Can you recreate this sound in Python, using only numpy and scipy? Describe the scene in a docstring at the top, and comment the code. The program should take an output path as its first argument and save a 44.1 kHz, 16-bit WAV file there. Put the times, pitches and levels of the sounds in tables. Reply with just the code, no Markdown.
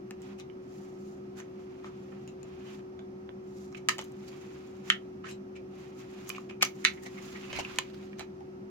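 """A wand toy's light tip snaps down on the floor and a plastic ball track as a cat plays on a carpet.
Snaps and light taps are short blows that ring shared plastic resonances and stir a small room; ticks of
claws and ribbon add no ring of their own. Scuffs, faint to loud, are brief noisy swells through the same
plastic and room. Soft scrape and hiss swell and fade, and the cat's body shuffles by, as friction noise.
An appliance hums throughout, a sine over filtered noise, with the soft noise of the room's air behind it."""
import sys
import numpy as np
from scipy import signal
from scipy.fft import rfft, irfft, next_fast_len
from scipy.io import wavfile
from scipy.ndimage import map_coordinates

SR = 44100
rng = np.random.default_rng(int(sys.argv[2]) if len(sys.argv) > 2 else 0)


def waveform_to_disk(signal):
    """Save audio, clipped to [-1, 1], as 16-bit WAV at the path in sys.argv[1]."""
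    frames = np.transpose(np.atleast_2d(signal))
    scaled = np.clip(frames, -1, 1) * 32767
    samples = np.round(scaled).astype(np.int16)
    wavfile.write(sys.argv[1], SR, samples)


N = 383669
SIDES = np.array([[-.5], [.5]])  # left and right microphone port


def amp(db):
    """Decibels to gain."""
    return 10 ** (np.asarray(db) / 20)


def unit(x):
    """Scale to rms 1."""
    return x / np.sqrt(np.mean(x ** 2) + 1e-20)


def along(points, hz):
    """Read a curve of (Hz, value) points on a log frequency axis."""
    f, v = np.transpose(points)
    return np.interp(np.log(hz + 1), np.log(f + 1), v)


def wobble(rate):
    """A smooth random curve with rate knots a second."""
    knots = rng.standard_normal(int(N * rate / SR) + 4)
    return map_coordinates(knots, [np.arange(N) * rate / SR])


def filtered(x, response):
    """Filter x by a complex response of frequency."""
    n = x.shape[-1]
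    m = next_fast_len(n + 8192)
    return irfft(rfft(x, m) * response(np.fft.rfftfreq(m, 1 / SR)), m)[..., :n]


def resonance(hz, centre, width):
    """Response of one damped mode, with gain 1 at its centre."""
    return 1j * hz * width / (centre ** 2 - hz ** 2 + 1j * hz * width)


def causal(gain):
    """The minimum-phase response with this magnitude, by folding the cepstrum."""
    cepstrum = irfft(np.log(np.maximum(gain, 1e-6)))
    half = len(cepstrum) // 2
    cepstrum[1:half] *= 2
    cepstrum[half + 1:] = 0
    return np.exp(rfft(cepstrum))


def swell(s, rise, fall):
    """A sound grows until s seconds, then fades: a two-sided bell."""
    t = np.arange(N) / SR - s
    return np.exp(-.5 * (t / np.where(t < 0, rise, fall)) ** 2)


def add(track, sound, s):
    """Mix a sound into the track at s seconds."""
    start = round(s * SR)
    track[:, start:start + sound.shape[1]] += sound[:, :N - start]


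# likeness of the two ports for room noise: pitch_hz [Hz], coherence [-1 to 1]
PORT_COHERENCE = [(60, 0.83), (130, 0.97), (210, 0.99), (290, 0.87), (640, 0.06), (1410, -0.57),
                  (3100, -0.2), (8000, -0.044)]


def room_noise(colour):
    """Stereo noise of rms 1: alike in the bass, partly opposed in the midrange, diffuse in the treble."""
    def mid_side(hz):
        turn = np.arccos(np.clip(along(PORT_COHERENCE, hz), -1, 1)) / 2
        return colour(hz) * np.array([np.cos(turn), np.sin(turn)])
    mid, side = filtered(rng.standard_normal((2, N)), mid_side)
    return unit(np.array([mid + side, mid - side]))


# the motor's tone creeps upward: time_s [s], pitch_hz [Hz]
MOTOR_PITCH = [(0, 373.1), (6.5, 373.5), (7.6, 374.3)]
# relative spectrum of the casing's rumble: pitch_hz [Hz], density_db [dB per Hz]
CASING_SPECTRUM = [(20, -27.5), (45, -19.5), (62, -19), (77, -6.5), (97, -16.5), (138, -0.5), (168, -11),
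                   (200, -13), (228, -9), (265, -2), (315, -8.5), (350, -1.5), (440, -19.5), (700, -22.5),
                   (1500, -69)]
# thin high resonances of the appliance: pitch_hz [Hz], width_hz [Hz], relative_level_db [dB]
PANEL_MODES = [(538, 11, 3), (770, 27, -1.5), (885, 17.5, -2.5), (1277, 13, -4.5)]


def appliance():
    """A motor sine with slight level drift, over noise through the casing and panel resonances."""
    pitch = np.interp(np.arange(N) / SR, *np.transpose(MOTOR_PITCH))
    phase = 2 * np.pi * np.cumsum(pitch) / SR
    # the room's standing wave reaches the two ports out of step
    tone = np.sqrt(2) * np.sin(phase - 2 * SIDES * .68)
    tone = tone * amp([[-45.4], [-47]]) * amp(.6 * wobble(2))
    # squaring the resonance narrows it
    drone = amp(-51.5) * room_noise(lambda hz: resonance(hz, 199.4, 17.8) ** 2)
    rumble = amp(-51.0) * room_noise(lambda hz: amp(along(CASING_SPECTRUM, hz)))
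    panels = amp(-63.5) * room_noise(
        lambda hz: sum(amp(db) * resonance(hz, centre, width) for centre, width, db in PANEL_MODES))
    return tone + (drone + rumble) * amp(SIDES) + panels


# relative spectrum of the room's air: pitch_hz [Hz], density_db [dB per Hz]
AIR_SPECTRUM = [(260, -45.5), (450, -3.5), (607, -12), (726, -4.5), (818, -13.5), (1320, -11.5),
                (1470, -18), (1600, -18.5), (2660, -23), (3640, -32), (5880, -28.5), (8670, -48),
                (16000, -45.5)]


def room_air():
    """Still air: soft, steady stereo noise with a falling treble."""
    return amp(-59.5) * room_noise(lambda hz: amp(along(AIR_SPECTRUM, hz)))


# the room's decay: pitch_hz [Hz], t60_s [s]
ROOM_DECAY = [(300, 0.14), (1300, 0.15), (2500, 0.16), (6000, 0.14), (9000, 0.13), (16000, 0.28)]


def room_tail(size):
    """A fresh diffuse answer of the room, decaying by frequency, mean energy 1 per port."""
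    hz, t, z = signal.stft(rng.standard_normal((2, size)), SR, nperseg=256)
    decay = amp(-60 * t / along(ROOM_DECAY, hz)[:, None])
    tail = signal.istft(z * decay, SR, nperseg=256)[1][:, :size]
    # reflections build up over about 4 ms
    tail *= 1 - np.exp(-(np.arange(size) / SR / 0.0039) ** 2)
    return unit(tail) / np.sqrt(size)


# resonances of the plastic, shared by all contacts: pitch_hz [Hz], width_hz [Hz], gain_db [dB]
PLASTIC_MODES = [(1040, 91, 2), (1222, 120, 5.5), (1794, 84, -5.5), (2226, 160, -2), (2470, 93, -7.5),
                 (2960, 210, -3), (3066, 70, -2.5), (3630, 270, -13.5), (4000, 70, 0.5), (5560, 84, -2.5),
                 (6330, 300, -1.5), (7070, 1100, -5.5)]
# spectrum of a contact of middling hardness: pitch_hz [Hz], density_db [dB per Hz]
CONTACT_SPECTRUM = [(100, -22.5), (450, 1.5), (750, 4), (1100, -1), (2000, 4), (3500, 1), (6800, -0.5),
                    (8800, -9.5), (13000, -13.5), (16000, -20.5)]
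# thud_db acts below the first frequency; hardness tilts the treble above the second
THUD_HZ, HARD_HZ = 1052, 2770
# a contact's direct level is its rms in this band, taken over BLOW_S for a single blow
BODY_HZ, BLOW_S = (900, 3300), .01
# bending waves in the plastic: low notes arrive later (delay at 1 kHz, s)
BEND_DELAY_S = 0.000689


def sounding(force, thud_db, hardness, rings_hz, room_db, ring_db=0, ring_width_hz=300):
    """A stereo force spectrum rings the plastic, with direct energy 1 in its body band, and stirs the room."""
    size = 2 * (force.shape[1] - 1)
    hz = np.fft.rfftfreq(size, 1 / SR)
    body = 1 + sum(amp(db) * abs(resonance(hz, centre, width)) ** 2 for centre, width, db in PLASTIC_MODES)
    # the point of contact decides which resonances stand out
    body *= 1 + amp(ring_db) * sum(abs(resonance(hz, centre, ring_width_hz)) ** 2 for centre in rings_hz)
    # a heavy contact thuds, a hard one is bright
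    thud = thud_db / (1 + (hz / THUD_HZ) ** 16)
    tilt = hardness * np.log2(np.maximum(hz / HARD_HZ, 1))
    bending = np.exp(-4j * np.pi * BEND_DELAY_S * np.sqrt(1000 * hz))
    direct = force * bending * causal(body * amp(along(CONTACT_SPECTRUM, hz) + thud + tilt))
    in_body = (hz > BODY_HZ[0]) & (hz < BODY_HZ[1])
    energy = np.sum(abs(direct[:, in_body]) ** 2) / size
    # the room's answer loses its top
    walls = amp(room_db + along([(500, 7.0), (2000, 6.5), (6000, 6.0), (12000, -3.0)], hz))
    return irfft(direct * (1 + walls * rfft(room_tail(size)))) / np.sqrt(energy)


# a blow's phase lead between ports grows with frequency and levels off above this
LEAD_HZ = 1210


def blow(row, chatter_db, chatter_t60, lead=0, size=16384, **ring):
    """One sharp contact and its brief decaying chatter, with its own time and phase offset between ports."""
    db, thud_db, hardness, *rings_hz, room_db, lag_ms, pan_db = row
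    t, hz = np.arange(size) / SR, np.fft.rfftfreq(size, 1 / SR)
    chatter = unit(rng.standard_normal(size) * amp(-60 * t / chatter_t60)) / np.sqrt(size)
    arrival_s = (.2 + SIDES * lag_ms) / 1000
    phase = 2 * np.pi * hz * arrival_s + SIDES * lead * np.tanh(hz / LEAD_HZ)
    force = (1 + amp(chatter_db) * rfft(chatter)) * np.exp(-1j * phase)
    sound = sounding(force, thud_db, hardness, rings_hz, room_db, **ring)[:, :size // 2]
    return amp(db - SIDES * pan_db) * np.sqrt(BLOW_S * SR) * sound


def contacts(table, **touch):
    """Every blow of a table at its moment."""
    track = np.zeros((2, N))
    for s, *row in table:
        add(track, blow(row, **touch), s - .0005)  # early, to offset the travel delay
    return track


# light taps of paws and toy: hit_s [s], level_db [dB], thud_db [dB], hardness [dB per octave],
# ring_hz [Hz], upper_ring_hz [Hz], room_db [dB before the wall curve], right_lag_ms [ms],
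# left_minus_right_db [dB]
TAP_HITS = [(.109, -47, 7, 1.5, 1680, 2650, -13.5, 0.093, 6),
            (.499, -61.5, -1, -18, 3000, 3460, -13, 0.33, -11),
            (1.402, -50.5, 3, -3.5, 1720, 6480, -7, 0.114, 2),
            (1.8445, -45.5, 5, -8, 1160, 1870, -14, 0.17, 4), (2.277, -58.5, 9, 4, 2660, 6730, -3, .42, 3),
            (2.431, -62.5, -2, 3.5, 2670, 6930, -13, 0.71, 10),
            (2.9925, -56, 9, -8.5, 1600, 3460, -6, -0.44, -2),
            (3.292, -51.5, 18, -14.5, 1490, 3440, -14, -0.47, -5.5),
            (3.726, -59, -1, 0.5, 1200, 5540, -8, .15, -3),
            (3.747, -49, -9, -14, 1680, 2500, -17, 0.31, -11),
            (5.3125, -58, -3, 2, 3780, 7540, -1.5, 0.21, 6), (5.557, -59, 0, -11, 2460, 2540, -15, 0.37, 7),
            (6.293, -47, -11, 10.5, 1040, 1210, -9, -0.0018, -2),
            (6.3015, -37, 5, -1, 2410, 3080, -14.5, -0.47, -3),
            (6.3485, -46.5, 1, -12, 2350, 2820, -8, -0.02, 7),
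            (6.382, -41, -1, -4.5, 1120, 1240, -18, 0.14, 2),
            (6.51, -50, 10, -2, 1090, 2580, -7, 0.086, -1),
            (6.651, -44.5, 6.5, 6.5, 2310, 6000, -7.5, -0.18, -3),
            (7.556, -46, 9.5, -9, 2320, 2770, -2, -0.5, -6),
            (7.575, -47, 10, -5, 2140, 4200, -10, -0.033, -6),
            (7.588, -39, 17.5, -3, 2160, 2900, -17, -.2, 7),
            (7.598, -45, 10, -3.5, 2400, 3070, -9, -0.36, 6),
            (7.6495, -38, -2, -5, 2500, 2730, -14, .06, 4),
            (8.131, -53.5, 5, -21.5, 1820, 2380, -12, -0.17, -3),
            (8.407, -60, 16, -1, 796, 1830, -8, -.36, 3)]


def taps():
    """Paws and toy tap lightly: blows with two strong rings picked out of the plastic."""
    return contacts(TAP_HITS, chatter_db=0.0, chatter_t60=0.013, ring_db=12.0, ring_width_hz=270)


# dry ticks: hit_s [s], level_db [dB], thud_db [dB], hardness [dB per octave],
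# room_db [dB before the wall curve], right_lag_ms [ms], left_minus_right_db [dB]
TICK_HITS = [(.219, -68, 1, 4, -2, .14, 0), (.399, -54, -4, -2, -8.5, 0.2, 8.5),
             (3.983, -44, 1, 1.5, -4, .12, 2), (3.9875, -53, -3, 3, -9, .12, 7),
             (3.9912, -39.5, 6, -6.5, -9.5, .1, 2), (4.014, -54, 0, 3, -10, -.36, 1),
             (4.0225, -52.5, -1.5, -2, -14, .14, -1), (4.042, -68, 4, 11.5, -8, .3, 1),
             (4.049, -69, -1, 7, -10, .3, 3), (4.083, -70, -1, 1, -12, .14, 3),
             (4.12, -66, 1.5, 4, -11, .14, 6.5), (7.5297, -40, 2.5, -4, -5, 0.031, 0),
             (7.76, -58, -1, 1.5, -4, 0, 1), (8.1947, -46.5, 4, 0.5, -9, .086, -5),
             (8.2008, -50, 1.5, -5, -2, .086, 0), (8.2072, -48, 6.5, -10.5, -11, -.25, -3.5),
             (8.2098, -50.5, 14, -4.5, -10, -.25, 0.5), (8.2175, -59, 5, -2, -9, .086, -1)]


def ticks():
    """Claws and the toy's ribbon tick: blows with no ring of their own, only the shared plastic."""
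    return contacts(TICK_HITS, chatter_db=1.5, chatter_t60=0.017)


def friction(spectrum, rate, grain_share, flutter_db):
    """Friction noise: sparse slips (rate a second) over a fine hiss, with uneven pressure."""
    slips = (rng.random(N) < rate / SR) * rng.standard_normal((2, N))
    hiss = rng.standard_normal((2, N))
    force = np.sqrt(grain_share) * unit(slips) + np.sqrt(1 - grain_share) * hiss
    pressure = amp(flutter_db * wobble(70))
    return unit(filtered(force * pressure, lambda hz: amp(along(spectrum, hz))))


# swells of soft scrape and hiss, some brief, some fading slowly: peak_s [s], rise_s [s], fall_s [s],
# scrape_db [dB before the layer trim], hiss_over_scrape_db [dB before the layer trims]
SCRAPE_SWELLS = [(.29, 0.057, 0.042, -56, -13), (.78, 0.086, 0.13, -66, 0), (1.07, 0.047, 0.068, -79, 11.5),
                 (1.63, 0.029, 0.018, -94.5, 15.5), (2.14, 0.63, 0.13, -63.5, -10.5),
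                 (2.52, 0.073, 0.16, -59, -14.5), (2.72, 0.053, 0.047, -56.5, -7.5),
                 (3.6, 0.086, 0.094, -69, 5), (4.03, 0.12, 0.045, -64, -9), (4.3, 0.12, 0.41, -57.5, -7.5),
                 (4.892, 0.024, 0.017, -51.5, -3), (5.8, 0.05, 0.083, -56.5, -9.5),
                 (6.0, 0.014, 0.022, -57, -2.5), (6.3, 0.18, 0.1, -53.5, -8.5),
                 (6.84, 0.067, 0.13, -56.5, -4.5), (7.27, 0.11, 0.1, -51.5, -5.5),
                 (7.47, 0.067, 0.092, -52, -11.5), (7.691, 0.066, 0.11, -47.5, -12),
                 (8.04, 0.053, 0.044, -58.5, -9)]
# relative spectra of the scrape and of the hiss: pitch_hz [Hz], density_db [dB per Hz]
SCRAPE_SPECTRUM = [(410, -45), (700, -18), (766, -2), (950, -1.5), (1130, 1.5), (1610, -3), (2020, -2),
                   (2510, -0.5), (2770, -3), (6000, -17.5), (7800, -62.5), (13200, -120)]
HISS_SPECTRUM = [(2240, -27), (3800, -8), (4230, -7.5), (5820, -4.5), (6810, -1.5), (8560, -17.5),
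                 (11400, -15.5), (15000, -20), (16000, -20)]


def scrape_swells():
    """Soft scrape and a brighter hiss swell together as friction noise, some briefly, some fading slowly."""
    scrape_level = sum(amp(db) * swell(*timing) for *timing, db, hiss_db in SCRAPE_SWELLS)
    hiss_level = sum(amp(db + hiss_db) * swell(*timing) for *timing, db, hiss_db in SCRAPE_SWELLS)
    scrape = amp(-1.5) * scrape_level * friction(SCRAPE_SPECTRUM, rate=180, grain_share=0.1, flutter_db=1.5)
    hiss = amp(-1.0) * hiss_level * friction(HISS_SPECTRUM, rate=210, grain_share=0.17, flutter_db=1.7)
    return scrape + hiss


# short scuffs, faint to loud, some just before a snap: middle_s [s], spread_s [s], level_db [dB],
# thud_db [dB], hardness [dB per octave], ring_hz [Hz]
SCUFF_SWELLS = [(0.392, 0.007, -54.5, 0, 3.5, 2600), (0.406, 0.0048, -55, -2, 0.5, 3580),
                (1.389, .015, -50, 3, 2, 1560), (1.865, 0.02, -49.5, 8, -3.5, 1310),
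                (2.124, 0.0044, -51, 9, -27, 1370), (2.681, .03, -59, 0, -6, 3070),
                (3.753, 0.0034, -44.5, -18, -7.5, 2580), (3.775, 0.0067, -48.5, -13, 0, 2360),
                (4.284, .005, -57.5, 1, 4.5, 4650), (5.244, 0.0034, -40, 2, -14, 1360),
                (5.268, .014, -43.5, -6, -6.5, 1550), (5.297, .011, -46, 0, 2, 2620),
                (5.566, 0.0073, -49.5, -8, -4.5, 2480), (6.286, .009, -62, 0, 7, 6570),
                (6.363, .004, -42, 2, -4, 2460), (6.499, 0.004, -42, -1, -6, 2430),
                (6.613, 0.0023, -29, -10.5, -7, 2350), (6.625, 0.0035, -20.5, -18.5, -1.5, 2290),
                (6.846, .002, -32, -16, 2, 1990), (6.979, 0.008, -51, -9, -21, 2020),
                (7.037, 0.0087, -52.5, 6.5, 6.5, 1910), (7.065, .006, -42, 8, 0, 1980),
                (7.18, 0.0082, -46.5, -8, -32, 2080), (7.359, 0.01, -44, -1, -11, 1990),
                (7.445, .008, -48, -3, -15, 2700), (7.508, 0.0089, -43.5, 6, -20, 2580),
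                (7.564, 0.017, -43, 6, -9.5, 2150), (7.597, .0074, -35.5, 13, 0.5, 2800),
                (8.188, .0035, -54, 3, -1, 6000)]


def scuffs(size=16384):
    """Brief noisy swells, faint to loud, some just before a snap: tiny uneven slips ring the plastic."""
    track, t = np.zeros((2, N)), np.arange(size) / SR
    for s, spread, db, thud_db, hardness, ring_hz in SCUFF_SWELLS:
        slips = rng.standard_normal((2, size)) * amp(5.2 * rng.standard_normal(size))
        pressure = np.exp(-.5 * (t / spread - 3) ** 2)  # peaks three spreads in
        scuff = sounding(rfft(slips * pressure), thud_db, hardness, [ring_hz],
                         room_db=-10.0, ring_db=12, ring_width_hz=330)
        add(track, amp(db) * np.sqrt(spread * SR) * scuff, s - 3 * spread)
    return track


# hard snaps of the tip: hit_s [s], level_db [dB], thud_db [dB], hardness [dB per octave],
# ring_hz [Hz], upper_ring_hz [Hz], room_db [dB before the wall curve], right_lag_ms [ms],
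# left_minus_right_db [dB], left_phase_lead [rad]
TIP_HITS = [(3.8874, -23, -10.5, 0, 1262, 1760, -10, -0.0092, 0.5, 2.1),
            (3.8929, -27.5, -3.5, 2, 1000, 1788, -11, 0, -1, -2.2),
            (4.9012, -17.5, -23, -5.5, 1350, 3110, -11, -0.027, 1.5, 2.5),
            (6.6256, -27.5, -1, 0, 2180, 2940, -17, 0.02, 7, 2.5),
            (6.6296, -23, -6, 1, 884, 1240, -13, 0.059, 3, 1),
            (6.85, -18.5, -15.5, -3.5, 1900, 2150, -8, -0.0022, 0, 1.82),
            (7.7859, -27.5, -21, -6, 2410, 2870, -15, 0.012, 4, 0.76),
            (7.7876, -32, -2.5, 1.5, 1010, 1070, -15.5, 0.0053, -3, -1.5)]


def tip_snaps():
    """The tip snaps down hard: sharp blows, each with its own phase lead between the ports."""
    track = np.zeros((2, N))
    for s, *row, lead in TIP_HITS:
        snap = blow(row, chatter_db=3.5, chatter_t60=0.0099, lead=lead, ring_db=4.5, ring_width_hz=160)
        add(track, snap, s - .0005)  # early, to offset the travel delay
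    return track


# the cat's body shuffles past: fastest_s [s], rise_s [s], fall_s [s], level_db [dB before the layer trims]
BODY_SHUFFLES = [(7.4, 0.21, 0.51, -60.5), (7.595, 0.04, 0.013, -42.5)]
# relative spectra of the crunching carpet pile and of the fur: pitch_hz [Hz], density_db [dB per Hz]
PILE_SPECTRUM = [(500, -29), (1200, -12), (2000, -4), (2700, 3), (3600, -14), (6500, -6), (9000, -25),
                 (16000, -33.5)]
FUR_SPECTRUM = [(25, 0), (80, 5.5), (300, -2), (700, -13.5), (1500, -3), (2600, -6.5), (4500, -5.5),
                (8000, -23.5), (16000, -27)]


def body_shuffles():
    """The cat's body brushes by: soft fur friction, and coarse pile crunching in separate grains."""
    brush = sum(amp(db) * swell(*timing) for *timing, db in BODY_SHUFFLES)
    crunch = amp(-3.5) * friction(PILE_SPECTRUM, rate=180, grain_share=0.75, flutter_db=0.5)
    fur = amp(1.5) * friction(FUR_SPECTRUM, rate=260, grain_share=0.14, flutter_db=4.5)
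    return brush * (crunch + fur)


def scene():
    """Snaps, taps, ticks, scuffs and rustles over the hum and the still air of the room."""
    background = appliance() + room_air()
    play = taps() + ticks() + scrape_swells() + scuffs() + tip_snaps() + body_shuffles()
    return background + play


# the two ports hear a little differently: pitch_hz [Hz], left_minus_right_db [dB]
PORT_COLOUR = [(500, 0), (1200, -2), (2500, -4.5), (5000, -3.5), (9000, 2), (15000, 2.5)]
TOP_HZ = 16300  # band limit


def record(dry):
    """Each port adds its colour; peaks clip at full scale, then nothing above the band limit is kept."""
    heard = filtered(dry, lambda hz: amp(along(PORT_COLOUR, hz) * -SIDES))
    return filtered(np.clip(heard, -1, 1), lambda hz: hz < TOP_HZ)


dry = scene()
out = record(dry)
waveform_to_disk(out)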